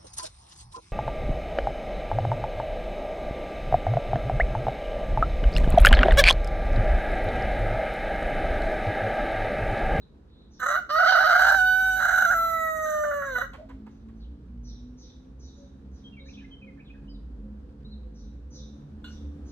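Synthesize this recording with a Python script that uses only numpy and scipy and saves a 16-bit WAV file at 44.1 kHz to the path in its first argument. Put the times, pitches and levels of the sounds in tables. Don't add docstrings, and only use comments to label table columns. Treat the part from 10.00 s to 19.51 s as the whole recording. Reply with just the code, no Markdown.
import sys
import numpy as np
from scipy import signal
from scipy.fft import rfft, irfft, next_fast_len
from scipy.io import wavfile
from scipy.ndimage import uniform_filter1d

SR = 44100
rng = np.random.default_rng(int(sys.argv[2]) if len(sys.argv) > 2 else 0)


def dump(signal):
    limited = np.clip(np.atleast_2d(signal).T, -1, 1)
    pcm = np.round(limited * 32767).astype(np.int16)
    wavfile.write(sys.argv[1], SR, pcm)


N = 419391
T = np.arange(N) / SR
SIZE = next_fast_len(N + SR, real=True)
FREQ = np.arange(SIZE // 2 + 1) * SR / SIZE
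TOP_HZ = 15700


def undb(db):
    return 10 ** (np.asarray(db) / 20)


def curves(rows):
    s, *columns = np.transpose(rows)
    return [np.interp(T, s, column) for column in columns]


def over_hz(points):
    hz, value = np.transpose(points)
    return np.interp(np.log(FREQ + 1), np.log(hz + 1), value)


def shape(x, gain):
    return irfft(rfft(x, SIZE) * gain, SIZE)[..., :N]


def band(lo_hz, hi_hz):
    return 1 / (1 + (lo_hz / (FREQ + 1)) ** 16) / (1 + (FREQ / hi_hz) ** 16)


def unit(x):
    return x / np.sqrt(np.mean(x ** 2))


def walk(rate):
    k = max(int(SR / rate), 2)
    steps = np.repeat(rng.standard_normal(N)[:N // k + 1], k)
    return unit(uniform_filter1d(steps, k)[:N])


def add(track, s, sound):
    i = int(s * SR)
    track[i:i + len(sound)] += sound[:max(N - i, 0)]


def arch(length):
    u = np.linspace(0, 1, int(length * SR))
    return u, np.sin(np.pi * u)


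def episode(start, length, edge_s):
    return (np.tanh((T - start) / edge_s) - np.tanh((T - start - length) / edge_s)) / 2


def echoes(x, t60, patchy=.6):
    t = T[:SR]
    chance = rng.standard_normal((2, SR))
    reflections = chance * np.abs(chance) ** (3 * patchy)
    tail = reflections * undb(-60 * t / t60) * np.minimum(t / .012, 1)
    return shape(x, rfft(tail / np.sqrt(np.sum(tail[0] ** 2)), SIZE))


# freq_hz [Hz], density_db [relative dB per Hz]
TRAFFIC_SPECTRUM = [(15, -48.5), (25, -14), (53, 3.5), (71, 0.5), (93, -17.5), (176, -21.5), (219, -11.5),
                    (394, -25), (438, -24.5), (515, -28.5), (588, -35), (1630, -44), (2070, -52),
                    (3930, -55), (15000, -76.5)]
# time_s [s], swell_db [dB above TRAFFIC_DB]
TRAFFIC_SWELL = [(0, 3.5), (1.5, 2.5), (3.5, 5), (5, 4), (7, 6), (8.5, 5), (9.5, 10)]
TRAFFIC_DB = -56.5


def far_traffic(side_hz=900):
    low_contour = [(40, -7.5), (55, -10.5), (90, 0.5), (160, 4.5), (230, -1.0), (350, 0.5)]
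    spectrum = undb(over_hz(TRAFFIC_SPECTRUM) + over_hz(low_contour))
    mid, side = shape(rng.standard_normal((2, N)), spectrum)
    size = np.std(shape(mid, band(60, 15200)))
    side = shape(side, np.clip(FREQ / side_hz, .1, .9))
    swell_db, = curves(TRAFFIC_SWELL)
    level = undb(TRAFFIC_DB + swell_db + 0.486 * walk(33.0))
    return (mid + side * np.array([[1], [-1]])) / size * level


LEAVES_DB, LEAF_GUST_DB, LEAF_FLUTTER_DB = -87, 3, 3


def leaves():
    grains = rng.standard_normal((2, N)) * np.exp(.8 * walk(700))
    mid, side = shape(grains, band(1800, 6000) * 2000 / (FREQ + 2000))
    rustle = unit(mid + .5 * side * np.array([[1], [-1]]))
    return rustle * undb(LEAVES_DB + LEAF_GUST_DB * walk(3) + LEAF_FLUTTER_DB * walk(22))


# [Hz, before wobble]
MOTOR_SPEED = [(0, 57.5), (2.8, 50), (3.6, 52), (5.3, 65), (6.4, 68.5), (7.3, 70), (8.26, 71), (9.5, 72.5)]
# time_s [s], level_db [dB]
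MOTOR_LEVEL = [(0, -77.5), (2.8, -55.5), (3.999, -48.5), (5, -50), (6, -49), (8.2, -47.5), (9.5, -45)]
# freq_hz [Hz], gain_db [relative dB]
MOTOR_PIPE = [(110, -2.5), (165, -13.5), (195, -7.5), (215, -0.5), (260, -0.5), (290, -5.5), (340, -32),
              (520, -18.5), (620, -40)]
# [Hz, before wobble]
TRUCK_SPEED = [(0, 53), (3.5, 46.5), (4.25, 60.5), (4.95, 50.5), (5.6, 66.5), (6.85, 51.5), (8.35, 60.5),
               (8.95, 74), (9.5, 71.5)]
# time_s [s], level_db [dB]
TRUCK_LEVEL = [(0, -75), (1.2, -59.5), (1.452, -43.5), (2.4, -44), (2.749, -58), (3.5, -44.5), (3.949, -63),
               (4.25, -44.5), (4.6, -41), (5.1, -50.5), (6.6, -55), (7.049, -42), (7.7, -45), (8.35, -40),
               (8.75, -47.5), (9.5, -45.5)]
# freq_hz [Hz], gain_db [relative dB]
TRUCK_PIPE = [(45, 0.5), (80, 7.5), (105, -18), (165, -12), (240, -33), (400, -33.5)]


def engine(speed, level, pipe, waver_db, wobble):
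    (hz,), (db,) = curves(speed), curves(level)
    phase = 2 * np.pi * np.cumsum(hz * (1 + wobble * walk(14))) / SR
    note = 0
    for k in range(1, 9):
        harmonic_db = np.interp(k * hz, *np.transpose(pipe)) + waver_db * walk(10.0)
        note = note + undb(harmonic_db) * np.sin(k * phase)
    return undb(db) * unit(note)


# [dB, without echoes]
HOOTS = [(5.55, 570, -58), (6.18, 548, -58), (6.6, 540, -57.5), (7.4, 535, -57.5), (7.98, 515, -58),
         (8.53, 520, -54.5), (9.18, 530, -60.5)]


def hoots(hoot_s=0.14, sag=0.03):
    track = np.zeros(N)
    u, swell = arch(hoot_s)
    for s, hz, db in HOOTS:
        phase = 2 * np.pi * np.cumsum(hz * (1 - sag * u)) / SR
        add(track, s, undb(db) * swell * np.sin(phase))
    return track + echoes(track, t60=0.58)


def husky(s, length, hz0, hz1, husk, flutter):
    u, swell = arch(length)
    shake = np.roll(flutter, -int(s * SR))[:len(u)]
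    glide = (hz0 + (hz1 - hz0) * u) * (1 + husk * shake)
    return swell * np.sin(2 * np.pi * np.cumsum(glide) / SR)


# start_s [s], level_db [relative dB]
HISSY_CALLS = [(0.5, -56), (3.882, -71), (4.13, -75), (4.63, -50), (4.968, -50), (5.387, -52), (5.54, -60),
               (5.908, -61), (6.248, -55), (8.138, -57), (8.501, -47), (9.064, -52.5), (9.438, -56)]
# delay_s [s], length_s [s], start_hz [Hz], end_hz [Hz] (both before scatter),
# level_db [relative dB], huskiness [share of the pitch]
HISSY_BANDS = [(0, .105, 6150, 5600, 0, .052), (.005, .1, 4750, 4400, -8, .07),
               (.02, .16, 3950, 3650, -5.5, .05)]
HISSY_SCATTER = .015


def hoarse_calls():
    track, flutter = np.zeros(N), walk(900)
    for s, db in HISSY_CALLS:
        for delay, length, hz0, hz1, part_db, husk in HISSY_BANDS:
            tune = 1 + HISSY_SCATTER * rng.standard_normal()
            call = husky(s + delay, length, tune * hz0, tune * hz1, husk, flutter)
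            add(track, s + delay, undb(db + part_db) * call)
    track = track * undb(2 * walk(110) - 4)
    return undb(-3) * (track + undb(2.5) * echoes(track, t60=.6, patchy=.9))


# start_s [s], length_s [s], #
# start_hz [Hz], end_hz [Hz], level_db [relative dB], huskiness [share of the pitch]
WHISTLES = [(.01, 0.036, 3960, 3770, -64.5, 0.043), (0.268, 0.25, 3830, 3860, -72.5, 0.058),
            (3.577, 0.06, 599, 637, -48, .06), (4.193, 0.08, 4600, 3110, -70, .08),
            (6.036, 0.058, 3223, 3240, -57.5, .012), (6.122, 0.034, 2860, 2590, -62, .02),
            (6.163, 0.047, 2396, 2065, -57, .01), (6.192, 0.042, 3690, 3850, -60, .02),
            (6.245, 0.045, 4180, 3870, -64, .04), (6.252, 0.03, 1620, 1950, -68, .04),
            (6.281, 0.022, 2210, 2780, -57, .02), (6.325, .045, 3850, 3170, -61, .08),
            (6.367, 0.041, 2530, 2420, -58, .03), (6.393, 0.028, 2790, 3180, -64, .04),
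            (6.401, 0.056, 1935, 1590, -66.5, .07), (6.439, 0.022, 1990, 2154, -58.5, .02),
            (6.506, 0.054, 3204, 3037, -55.5, .012), (6.614, .035, 2626, 2340, -56, .015),
            (6.669, 0.037, 2250, 2010, -58.5, .01), (6.771, 0.037, 1910, 1640, -66.5, .07),
            (6.792, 0.029, 2256, 2660, -60, .04), (6.842, 0.069, 4000, 2810, -67.5, .08),
            (6.897, 0.024, 2440, 2570, -57.5, .02), (6.936, 0.041, 1930, 1565, -66.5, .07),
            (7.075, 0.03, 2900, 3120, -64, .015), (7.089, 0.045, 5140, 4500, -65, .012),
            (7.135, .04, 4300, 3400, -69, .02), (7.843, 0.035, 3700, 4170, -61.5, .008),
            (7.905, .05, 4450, 3550, -61, .008)]


def warbles():
    track, flutter = np.zeros(N), walk(900)
    for s, length, hz0, hz1, db, husk in WHISTLES:
        add(track, s, undb(db) * husky(s, length, hz0, hz1, husk, flutter))
    return undb(7.5) * (track + undb(-4.5) * echoes(track, t60=.45, patchy=.3))


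# start_s [s], level_db [relative dB]
SNAPS = [(9.042, -43.5), (9.056, -48), (9.077, -55)]
# freq_hz [Hz], level_db [relative dB], t60_s [s]
SNAP_MODES = [(1040, -11, .07), (1465, 0, .26), (1540, -9, .12), (2850, -1, .15), (2990, -8, .12),
              (3480, -6, .12), (3940, -7, .1), (4260, -8, .14)]


def beak_snap(scrape_db=-5, litter_db=-17):
    t, track = T[:SR // 2], np.zeros(N)
    for s, blow_db in SNAPS:
        ring = 0
        for hz, db, t60 in SNAP_MODES:
            decay = undb(db - 60 * t / t60 + 3 * walk(300)[:len(t)])
            ring = ring + decay * np.sin(2 * np.pi * hz * t + .45 * walk(200)[:len(t)])
        scrape = undb(scrape_db) * rng.standard_normal(len(t)) * np.exp(-t / .013)
        litter = undb(litter_db) * unit(rng.standard_normal(len(t)) ** 3) * np.exp(-t / .11)
        add(track, s, undb(blow_db) * (.8 * ring + scrape + litter) * np.minimum(t / .003, 1))
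    color = [(300, -6), (900, 2), (4200, 0), (5200, -6), (9000, -7), (10500, -16), (14000, -15)]
    return shape(track, undb(over_hz(color)))


# start_s [s], length_s [s], pitch_hz [nominal Hz], level_db [relative dB],
# click_db [dB against the cluck]
CLUCKS = [(3.53, .04, 520, -45, -8), (3.688, .04, 500, -49.5, -11), (3.862, .026, 450, -52, -13),
          (4.082, .028, 520, -63, -6)]
SCUFF_DB, SCUFF_S = -11, .075


def clucks():
    grunts, ticks, scuffs = np.zeros((3, N))
    t = T[:SR // 2]
    for s, length, hz, db, click_db in CLUCKS:
        u, swell = arch(length)
        noise = rng.standard_normal(SR)[:len(u)]
        pitch = hz * (.9 + .15 * swell + .9 * uniform_filter1d(noise, size=30))
        phase = 2 * np.pi * np.cumsum(pitch) / SR
        grunt = sum(np.sin(k * phase) * undb(-4.5 * abs(k - 1.7)) for k in range(1, 7))
        add(grunts, s, undb(db) * swell * grunt)
        add(ticks, s + .004, undb(db + click_db) * 2 * noise * np.exp(-2.5 * u))
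        crumbs = unit(rng.standard_normal(len(t)) ** 3)
        add(scuffs, s, undb(db + SCUFF_DB) * 2 * crumbs * np.exp(-t / SCUFF_S))
    tick_color = [(300, -4), (1200, 0), (2900, 0), (4300, -3), (5200, -11), (8000, -10), (14000, -23)]
    scuff_color = [(300, 4), (900, 4), (2000, -5), (4000, -8), (7000, -20), (14000, -28)]
    return grunts + shape(ticks, undb(over_hz(tick_color))) + shape(scuffs, undb(over_hz(scuff_color)))


TIRES_S, TIRING_S = 2.65, .4


def fatigue():
    return np.clip((T - TIRES_S) / TIRING_S, 0, 1)


# start_s [s], length_s [s], roughness [about 0-1],
# beat_hz [Hz, before irregularity], surge_db [dB on the beak resonance]
BREAKS = [(.591, 0.063, 0.62, 239.1, 2), (0.657, 0.11, 0.92, 149.8, 3), (0.765, 0.038, 0.35, 170.3, 2),
          (0.887, 0.024, 0.84, 164.7, -1), (0.919, 0.039, 0.1, 169.2, -0.5),
          (0.953, 0.013, 0.46, 174.1, 3.5), (0.983, 0.12, 0.35, 160.5, 3), (1.112, 0.013, 1.08, 159.1, 1.5),
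          (1.127, .073, 0.4, 161.4, 3), (1.203, .038, .7, 149.7, 2.5), (1.242, .028, .35, 160, -0.5),
          (1.272, 0.28, 0.74, 145, 2), (1.796, .16, .065, 204.8, 0.5), (1.961, 0.033, 0.29, 129.6, -1.5),
          (1.998, .136, 0.89, 120.3, 2), (2.136, 0.13, 0.68, 105.3, 4), (2.3, .04, .85, 106.5, 4.5),
          (2.858, .09, 0.18, 285.6, -0.5), (3.037, 0.022, 0.59, 268, 4), (3.111, 0.029, 0.36, 251.5, 3),
          (3.22, .035, .33, 235.2, 2), (3.353, 0.026, 0.14, 215.2, 12.5), (3.381, 0.03, 1.02, 210.5, 5.5),
          (3.411, 0.016, 0.35, 213.2, 11.5), (3.436, 0.019, 0.58, 211.9, 3)]
BREAK_S = 0.0037
CLEAR_ROUGH, CLEAR_BEAT_HZ = .032, 219.8
TIRED_ROUGH = .04


def breaks():
    rough, beat_hz, surge_db = CLEAR_ROUGH, CLEAR_BEAT_HZ, 0
    for start, length, roughness, hz, db in BREAKS:
        on = episode(start, length, BREAK_S)
        rough = rough + on * (roughness - CLEAR_ROUGH)
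        beat_hz = beat_hz + on * (hz - CLEAR_BEAT_HZ)
        surge_db = surge_db + on * db
    return np.clip(rough + TIRED_ROUGH * fatigue(), 0, 1), beat_hz, surge_db


# [Hz, before flips and jitter]
PITCH = [
    [(.6, 505), (.65, 515), (.68, 565.6), (.755, 615.3), (.778, 755), (.805, 720)],
    [(.895, 670.5), (.97, 735.2), (1.2, 752), (1.32, 717.3), (1.46, 774.6), (1.565, 775), (1.595, 744.2),
     (1.85, 755.5), (2.23, 740.5), (2.43, 743.7), (3.03, 669.7), (3.27, 614.3), (3.36, 548)],
]
# start_s [s], length_s [s], depth [share of the pitch]
FLIPS = [(0.876, 0.11, 0.13), (0.997, 0.0046, 0.15), (1.028, 0.016, 0.097), (1.06, 0.017, 0.14),
         (1.151, 0.0091, .12), (1.172, 0.014, .14), (1.241, .025, 0.145), (1.32, 0.015, 0.089),
         (2.259, 0.039, 0.082), (2.342, 1.08, .1)]
FLIP_S = 0.0014
CHAOS, LOWER = .2, .4


def syrinx(rough, beat_hz, swing=0.72, throb=0.46, jitter=0.034, air_db=-25):
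    hz, = curves(np.vstack(PITCH))
    for start, length, depth in FLIPS:
        hz = hz * (1 - depth * episode(start, length, FLIP_S))
    hz = hz * (1 + jitter * rough * walk(200) + .001 * walk(70))
    irregular = (0.0301 + 0.23 * rough ** 2) * walk(150)
    beat = 2 * np.pi * np.cumsum(beat_hz * (1 + irregular)) / SR
    push = rough * (swing * np.sin(beat) + CHAOS * walk(520))
    phase = 2 * np.pi * np.cumsum(hz) / SR + push
    pulses = LOWER * rough * np.cos(phase - beat)
    turn, overtone = np.exp(1j * phase), 1
    for _ in range(30):
        overtone = overtone * turn
        pulses = pulses + overtone.real
    air = rng.standard_normal(N) * (1 + np.cos(phase))
    sizzle = shape(air, undb(-42) + undb(-17) * band(9500, 16000))
    tired_hiss = shape(air, undb(-19) * band(2600, 5500) + undb(-8) * band(5500, 16000))
    voice = unit(pulses) * (1 + throb * rough * np.cos(beat))
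    return voice + undb(air_db) * rough * air + sizzle + fatigue() * tired_hiss


# freq_hz [Hz, relaxed], width_hz [Hz, before narrowing],
# strained_db [relative dB], relaxed_db [relative dB]
THROAT = [(619, 127, 2, -1.5), (1213, 280, -2, -33.5), (1440, 240, -1.5, 2.5), (1925, 167, -13, -5),
          (2930, 150, -21, -8), (3480, 190, -40, -16.5), (3917, 280, -27, -5.5), (4440, 260, -23, -54.5),
          (5530, 450, -25, -35), (6152, 190, -23, -7), (7140, 570, -30, -20), (8220, 270, -28.5, -24),
          (10600, 654, -42, -69.5), (11290, 730, -23.5, -29), (13790, 1400, -17, -13.5)]
# [dB, relaxed]
HOLLOWS = [(2023, 42, -20.5), (2324, 200, -5.5), (4910, 270, -6.5), (6710, 120, -7.5)]


def throat(floor_db=-44, stretch=1.0064):
    tuning = np.array([[stretch], [1]])
    peaks = 0
    for hz, width, tight_db, slack_db in THROAT:
        detuning = (FREQ - hz * tuning) / (width * 0.95)
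        peaks = peaks + undb([[tight_db], [slack_db]]) / (1 + detuning ** 2) ** 2
    hollows = sum(db * np.exp(-((FREQ - hz) / width) ** 2) for hz, width, db in HOLLOWS)
    hollow_depth = np.array([[.2], [1]])
    return (peaks + undb(floor_db) * band(444, TOP_HZ)) * undb(hollows * hollow_depth)


# time_s [s], strain [0-1]
STRAIN = [(.6, 0.3), (.9, 1), (1.55, 0.91), (1.65, 0.68), (2.2, .6), (2.36, 0.3), (2.6, 0.25)]
# [relative dB, fundamental]
EFFORT = [
    [(.608, -41, -62), (.62, -28, -50), (.705, -27.5, -35.5), (.78, -24.5, -40), (.805, -29.5, -48)],
    [(.895, -29, -40.5), (.98, -21, -30), (1.22, -19.5, -30), (1.5, -19, -33), (1.8, -19.5, -40.5),
     (2, -23.5, -40.5), (2.27, -23, -38.5), (2.38, -23.5, -38.5), (2.6, -27, -36.5), (2.8, -32, -34.5),
     (3.04, -34, -28), (3.3, -33.5, -40.5), (3.46, -40, -45.5)],
]
# time_s [s], rasp_db, sizzle_db, top_db [relative dB]
TREBLE = [
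    [(0.61, -57.5, -57, -59.5), (0.696, -50.5, -47.5, -57), (0.77, -51.5, -62, -54), (0.8, -65, -74, -57.5)],
    [(0.9, -49, -65.5, -67), (0.93, -45.5, -64.5, -55.5), (1.14, -38.5, -56, -52.5),
     (1.27, -42, -58.5, -53), (1.41, -40.5, -49.5, -48), (1.5, -42, -47.5, -50.5),
     (1.72, -45.5, -61, -47.5), (2.03, -48.5, -49, -48.5), (2.2, -47.5, -48, -50.5), (2.34, -56, -47, -48),
     (2.41, -51, -56, -45.5), (2.8, -68, -57, -57), (2.85, -58, -49, -54), (3.26, -69, -60.5, -63),
     (3.4, -50.5, -58, -54.5), (3.45, -76, -73, -61)],
]
# start_s [s], end_s [s]
SYLLABLES = [(0.596, 0.8), (0.893, 3.458)]
ATTACK_S, RELEASE_S = .002, 0.0091
FLICKER_DB, FLICKER_PER_S = 2, 39
SHUDDER, SHUDDER_PER_S = .5, 180
TREMBLE, TREMBLE_PER_S, TREMBLE_STRETCH = 1.6, 45, 1.065


def crow(beak_db=-0.71, low_db=3.0, rasp_db=3, sizzle_db=2, top_db=1):
    rough, beat_hz, surge_db = breaks()
    source = syrinx(rough, beat_hz) * (1 + SHUDDER * rough * np.tanh(2 * walk(SHUDDER_PER_S)))
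    strained, relaxed = shape(source, throat())
    strain, = curves(STRAIN)
    tremble = np.clip(TREMBLE * rough * walk(TREMBLE_PER_S), 0, 1)
    raised = shape(source, throat(stretch=TREMBLE_STRETCH)[0])
    strained = strained + tremble * (raised - strained)
    voice = strain * strained + (1 - strain) * relaxed
    beak, low = curves(np.vstack(EFFORT))
    rasp, sizzle, top = (db + FLICKER_DB * walk(FLICKER_PER_S) for db in curves(np.vstack(TREBLE)))
    registers = [(400, 900, low + low_db),
                 (900, 2400, beak + surge_db + beak_db),
                 (2400, 5550, rasp + rasp_db),
                 (5550, 9500, sizzle + sizzle_db),
                 (9500, 15000, top + top_db)]
    out = 0
    for lo_hz, hi_hz, db in registers:
        part = shape(voice, band(lo_hz, hi_hz))
        running_rms = np.sqrt(uniform_filter1d(part ** 2, size=1900) + 1e-12)
        out = out + part / running_rms * undb(db)
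    sounding = 0
    for start, end in SYLLABLES:
        rise = (1 + np.tanh((T - start) / ATTACK_S)) / 2
        fall = (1 - np.tanh((T - end) / RELEASE_S)) / 2
        sounding = sounding + rise * fall
    return out * sounding


# freq_hz [Hz], lead_rad [rad]
LEAD = [(200, 0), (600, -1.4), (680, -2), (760, 0), (1000, -.3), (1250, .4), (1750, .3), (1950, 1.4),
        (3000, 2), (3750, 1.1), (4500, 2.2), (5300, 3.9), (6200, 5.1), (7500, 6.5), (8200, 7.7),
        (9400, 9.4), (11800, 12.3), (13200, 13), (15000, 15.7)]
# freq_hz [Hz], pan_db [dB]
PAN = [(200, 0), (520, 2), (615, -1), (680, -10), (750, -14), (1000, -8), (1280, -5), (1420, -2),
       (1500, -5.5), (1580, -4), (1800, -7), (3000, 0), (4300, -2), (5300, 0), (15000, 0)]
ROAD_LAG_S = .00011


def scene():
    rooster = crow() + clucks() + beak_snap()
    pan, lead = over_hz(PAN) / 2, over_hz(LEAD) / 2
    left, right = undb(pan) * np.exp(1j * lead), undb(-pan) * np.exp(-1j * lead)
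    direct = shape(rooster, np.array([left, right]))
    wall_color = [(500, -2.5), (2000, 5.0), (6000, 7.5), (14000, -3.5)]
    walls = echoes(shape(rooster, undb(over_hz(wall_color))), t60=0.3376)
    motor = engine(MOTOR_SPEED, MOTOR_LEVEL, MOTOR_PIPE, waver_db=4.5, wobble=0.0056)
    truck = engine(TRUCK_SPEED, TRUCK_LEVEL, TRUCK_PIPE, waver_db=3.5, wobble=0.076)
    birds = hoarse_calls() + warbles() + hoots()
    lag = np.exp(-2j * np.pi * FREQ * np.array([[0], [ROAD_LAG_S]]))
    far = shape(motor + truck + far_traffic() + leaves() + birds, lag)
    return direct + undb(-11.5) * walls + far * undb([[-.5], [.5]])


def record(dry):
    return signal.sosfilt(signal.ellip(8, .2, 70, TOP_HZ, fs=SR, output="sos"), dry)


dry = scene()
out = record(dry)
dump(out)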